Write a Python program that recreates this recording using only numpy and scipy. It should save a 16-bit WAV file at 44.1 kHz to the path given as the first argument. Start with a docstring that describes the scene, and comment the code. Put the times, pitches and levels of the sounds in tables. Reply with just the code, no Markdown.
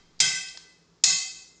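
"""Hand vacuum pump in a tiled room

A plastic pistol-grip vacuum pump is worked on two suction cups in a hard, tiled room.
At each stroke the plunger snaps against its stop: a crack of shaped noise, ringing barrel, spring and
handle made of fading sines, and a soft noise thump. Crack and ring also hang in the room's reverb.
Light ticks, a short air squeak and a faint plunger slide are short noises, over a wavering hum and room noise."""
import sys
import numpy as np
from scipy import signal
from scipy.fft import rfft, irfft
from scipy.io import wavfile

SR = 44100
rng = np.random.default_rng(int(sys.argv[2]) if len(sys.argv) > 2 else 0)


def generate_wav(signal):
    """Clip the signal to [-1, 1] and save it as 16-bit WAV at the path in sys.argv[1]."""
    frames = np.transpose(np.atleast_2d(signal))
    scaled = np.clip(frames, -1, 1) * 32767
    pcm = np.round(scaled).astype(np.int16)
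    wavfile.write(sys.argv[1], SR, pcm)


N = 70560  # length in samples
T = np.arange(N) / SR
FREQS = np.maximum(np.arange(N // 2 + 1) * SR / N, 1)

# Tone colour of the crack, also the basis for ticks, squeak and slide.
# Each row: frequency in Hz, relative strength in dB per Hz.
CRACK_COLOUR = [(30, -44.5), (100, -19.5), (200, -12.5), (550, -18.5), (800, -12.5), (1300, -15),
                (2000, -2.5), (2850, -3.5), (3300, 1), (4600, 5), (7200, 2.5), (8300, -15), (9400, -17.5),
                (10600, -36), (11400, -64.5), (14500, -44)]
# Notes at which the pump rings. One entry for each mode: pitch in Hz.
PUMP_MODE_HZ = [760, 1114, 1175, 1542, 1890, 2015, 2065, 2584, 2616, 3172, 3397, 3671, 3850, 4145, 4495,
                4587, 4846, 5072, 5200, 5419, 5912, 6365, 6639, 6786, 7085, 7292, 7371, 7784, 8130, 8371,
                8790]

ATTACK_S = 0.00077  # rise of cracks, ringing, ticks and squeak
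TILT_PIVOT_HZ = 4500  # a treble tilt leaves this frequency unchanged


def undb(db):
    """Turn decibels into a gain."""
    return 10 ** (np.asarray(db) / 20)


def level(x, db):
    """Scale a sound to an rms level in dB, taken over the length of the whole scene."""
    rms = np.sqrt(np.mean(x ** 2) + 1e-30)
    return x * undb(db) / rms


def colour(points):
    """Join (Hz, dB) points into a spectrum, with straight lines on a log-frequency axis."""
    hz, db = np.array(points, float).T
    return np.interp(np.log(FREQS), np.log(hz), db)


def tilt(db_per_octave):
    """A spectrum slope that makes a sound brighter (positive) or duller (negative)."""
    return db_per_octave * np.log2(FREQS / TILT_PIVOT_HZ)


def noise(db):
    """Noise with the given spectrum: every frequency gets a random phase; the rms is 1."""
    phases = np.exp(2j * np.pi * rng.random(len(FREQS)))
    return level(irfft(undb(db) * phases, N), 0)


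def envelope(rise, t60):
    """Quick rise, then an exponential fall of 60 dB in t60 seconds."""
    attack = 1 - np.exp(-T / max(rise, 1e-5))
    decay = np.exp(-np.log(1000) * T / max(t60, 1e-3))
    return attack * decay


def place(x, start):
    """Shift a sound to its starting time in seconds; a negative start leaves only its later part."""
    samples = np.arange(N)
    return np.interp(samples - round(start * SR), samples, x, left=0, right=0)


def background():
    """Steady room noise and a low hum, a sine whose loudness wavers at random."""
    # Each row: frequency in Hz, relative strength of the room noise in dB per Hz.
    floor_colour = [(24, -51), (36, -7), (48, 8), (75, -5), (120, 0), (170, -2), (260, -0.5), (420, 1),
                    (600, -9.5), (1200, -9), (2500, -18), (5000, -11.5), (7200, -16), (8500, -35.5),
                    (10000, -47), (15000, -47.5)]
    floor_db, hum_hz, hum_db = -64.5, 167.7, -71.5
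    hum_waver_db = 3.5  # rms size of the waver
    waver = noise(colour([(1, 0), (8, -2), (25, -25), (100, -90)]))  # slow, mostly below 25 Hz
    hum = np.sin(2 * np.pi * hum_hz * T) * undb(hum_waver_db * waver)
    return level(noise(colour(floor_colour)), floor_db) + level(hum, hum_db)


def room_response():
    """Dense reflections from the tiles, as fading noise; the air makes the treble die sooner."""
    t60_s, delay_s, build_s = 0.69, 0.003, 0.01
    air_loss_db_per_s, air_hz = 3, 7900  # extra decay at air_hz, growing with frequency squared
    white = rfft(rng.standard_normal(N))
    reflections = np.zeros(N)
    edges = np.linspace(0, SR / 2, 16)  # 15 frequency bands
    for lo, hi in zip(edges[:-1], edges[1:]):
        band = irfft(white * (FREQS >= lo) * (FREQS < hi), N)
        loss = air_loss_db_per_s * ((lo + hi) / 2 / air_hz) ** 2
        reflections += band * undb(-loss * T)
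    return place(reflections * envelope(build_s, t60_s), delay_s)


def reverb(x, room, db):
    """The room's answer to a sound: each instant sets off all the reflections, at a given level."""
    return level(signal.fftconvolve(x, room)[:N], db)


def body():
    """The pump's resonances lift the crack in a peak around each mode."""
    peak_db, half_width_hz = 8, 70
    peaks = [1 / (1 + ((FREQS - hz) / half_width_hz) ** 2) for hz in PUMP_MODE_HZ]
    return peak_db * np.max(peaks, axis=0)


def ring(cup, direct_db, room):
    """Barrel, spring and handle ring in their modes as fading sines, and the room holds each note."""
    # One row for each cup, one column for each mode: level in the room in dB.
    mode_room_db = [
        [-63, -74.5, -64.5, -49.5, -63, -47.5, -48.5, -48.5, -50, -44.5, -56.5, -63, -51.5, -55.5, -55.5, -62,
         -49, -50.5, -49.5, -49.5, -49.5, -49, -55.5, -48, -63.5, -51.5, -53.5, -55.5, -55.5, -58, -62.5],
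        [-66, -63, -80, -61.5, -72, -55, -49.5, -52.5, -53.5, -52, -60, -60.5, -48.5, -47.5, -47, -45, -51,
         -49.5, -46, -55.5, -46.5, -56.5, -41, -46, -48, -47.5, -49, -53, -58, -57.5, -63.5],
    ]
    # One entry for each mode: time to fall by 60 dB in seconds.
    mode_t60_s = [.2, .4, .4, .33, .19, .36, .3, .3, .22, .17, .12, .14, .08, .13, .12, .1, .09, .2, .17,
                  .14, .2, .13, .16, .1, .09, .09, .1, .08, .09, .09, .09]
    direct_tilt_db_per_octave = 4.5  # high modes are heard more directly
    out = np.zeros(N)
    for hz, room_db, t60 in zip(PUMP_MODE_HZ, mode_room_db[round(cup)], mode_t60_s):
        mode = np.sin(2 * np.pi * (hz * T + rng.random())) * envelope(ATTACK_S, t60)
        brighter_db = direct_tilt_db_per_octave * np.log2(hz / TILT_PIVOT_HZ)
        direct = level(mode, room_db + direct_db + brighter_db)
        out += direct + reverb(mode, room, room_db)
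    return out


def snaps():
    """The plunger hits its stop: a noise crack, the pump's ring and a low thump that swells in the room."""
    # Each row: start in seconds, cup (0 or 1), direct crack level in dB, crack 60 dB fall time in
    # seconds, crack tilt in dB per octave, direct ring level against the room in dB, thump level in dB.
    strokes = [(-.56, 0, -25.5, 0.12, -8, -6, -60), (0.2019, 0, -37, 0.066, -0.2, -1, -58),
               (1.0383, 1, -36.5, 0.05, 0.43, -5, -63)]
    # Each row: frequency in Hz, relative strength of the thump in dB per Hz.
    thump_colour = [(30, -40.5), (70, -8), (120, 4.5), (170, 14), (240, -18), (380, 2), (550, -13),
                    (1200, -50.5)]
    thump_rise_s, thump_t60_s = 0.06, 0.4
    crack_room_db = -1.5  # reverb against direct crack
    out = np.zeros(N)
    for start, cup, crack_db, t60, tilt_db, direct_db, thump_db in strokes:
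        room = room_response()
        crack_shape = colour(CRACK_COLOUR) + body() + tilt(tilt_db)
        crack = noise(crack_shape) * envelope(ATTACK_S, t60)
        thump = noise(colour(thump_colour)) * envelope(thump_rise_s, thump_t60_s)
        snap = level(crack, crack_db) + reverb(crack, room, crack_db + crack_room_db)
        snap += ring(cup, direct_db, room)
        snap += level(thump, thump_db)
        out += place(snap, start)
    return out


def rub():
    """Faint sliding of the plunger as the grip is squeezed: dull noise that swells and fades."""
    middle_s, length_s = 0.2, 0.11  # the loudest moment; time from there to fall to about a third
    slide = noise(colour(CRACK_COLOUR) + tilt(-7))
    swell = np.exp(-((T - middle_s) / length_s) ** 2)
    return level(slide * swell, -72.5)


def ticks_and_squeak():
    """Small, quickly damped ticks and a short, faint squeak: bursts of noise around one pitch, with reverb."""
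    # Each row: start in seconds, direct level in dB, 60 dB fall time in seconds, centre in Hz,
    # distance in octaves from the centre to where the band is 3 dB down.
    # The rows at 0.484 and 0.496 s make the air squeak, the others are ticks.
    bursts = [(0.1924, -71, 0.02, 5200, .35), (.484, -62.5, 0.062, 4630, .35),
              (.496, -76.5, .015, 8200, 0.1), (.546, -79.5, 0.084, 526, 0.26),
              (0.5735, -63, 0.014, 3950, 0.42), (0.572, -72, 0.025, 860, 0.51),
              (1.0374, -50, 0.0073, 6800, 0.7)]
    room_db = -7  # reverb against direct burst
    out = np.zeros(N)
    room = room_response()
    for start, db, t60, hz, octaves in bursts:
        band_loss_db = 10 * np.log10(1 + (np.log2(FREQS / hz) / octaves) ** 4)
        burst = noise(colour(CRACK_COLOUR) - band_loss_db) * envelope(ATTACK_S, t60)
        out += place(level(burst, db) + reverb(burst, room, db + room_db), start)
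    return out


def scene():
    """Pump and room added together, in mono."""
    return (snaps() + ticks_and_squeak() + rub() + background())[None]


def record(dry):
    """The recorder cuts the top: a steep low-pass filter at 15.7 kHz."""
    top_cut = signal.ellip(8, 0.2, 70, 15700, fs=SR, output="sos")
    return signal.sosfilt(top_cut, dry)


dry = scene()
out = record(dry)
generate_wav(out)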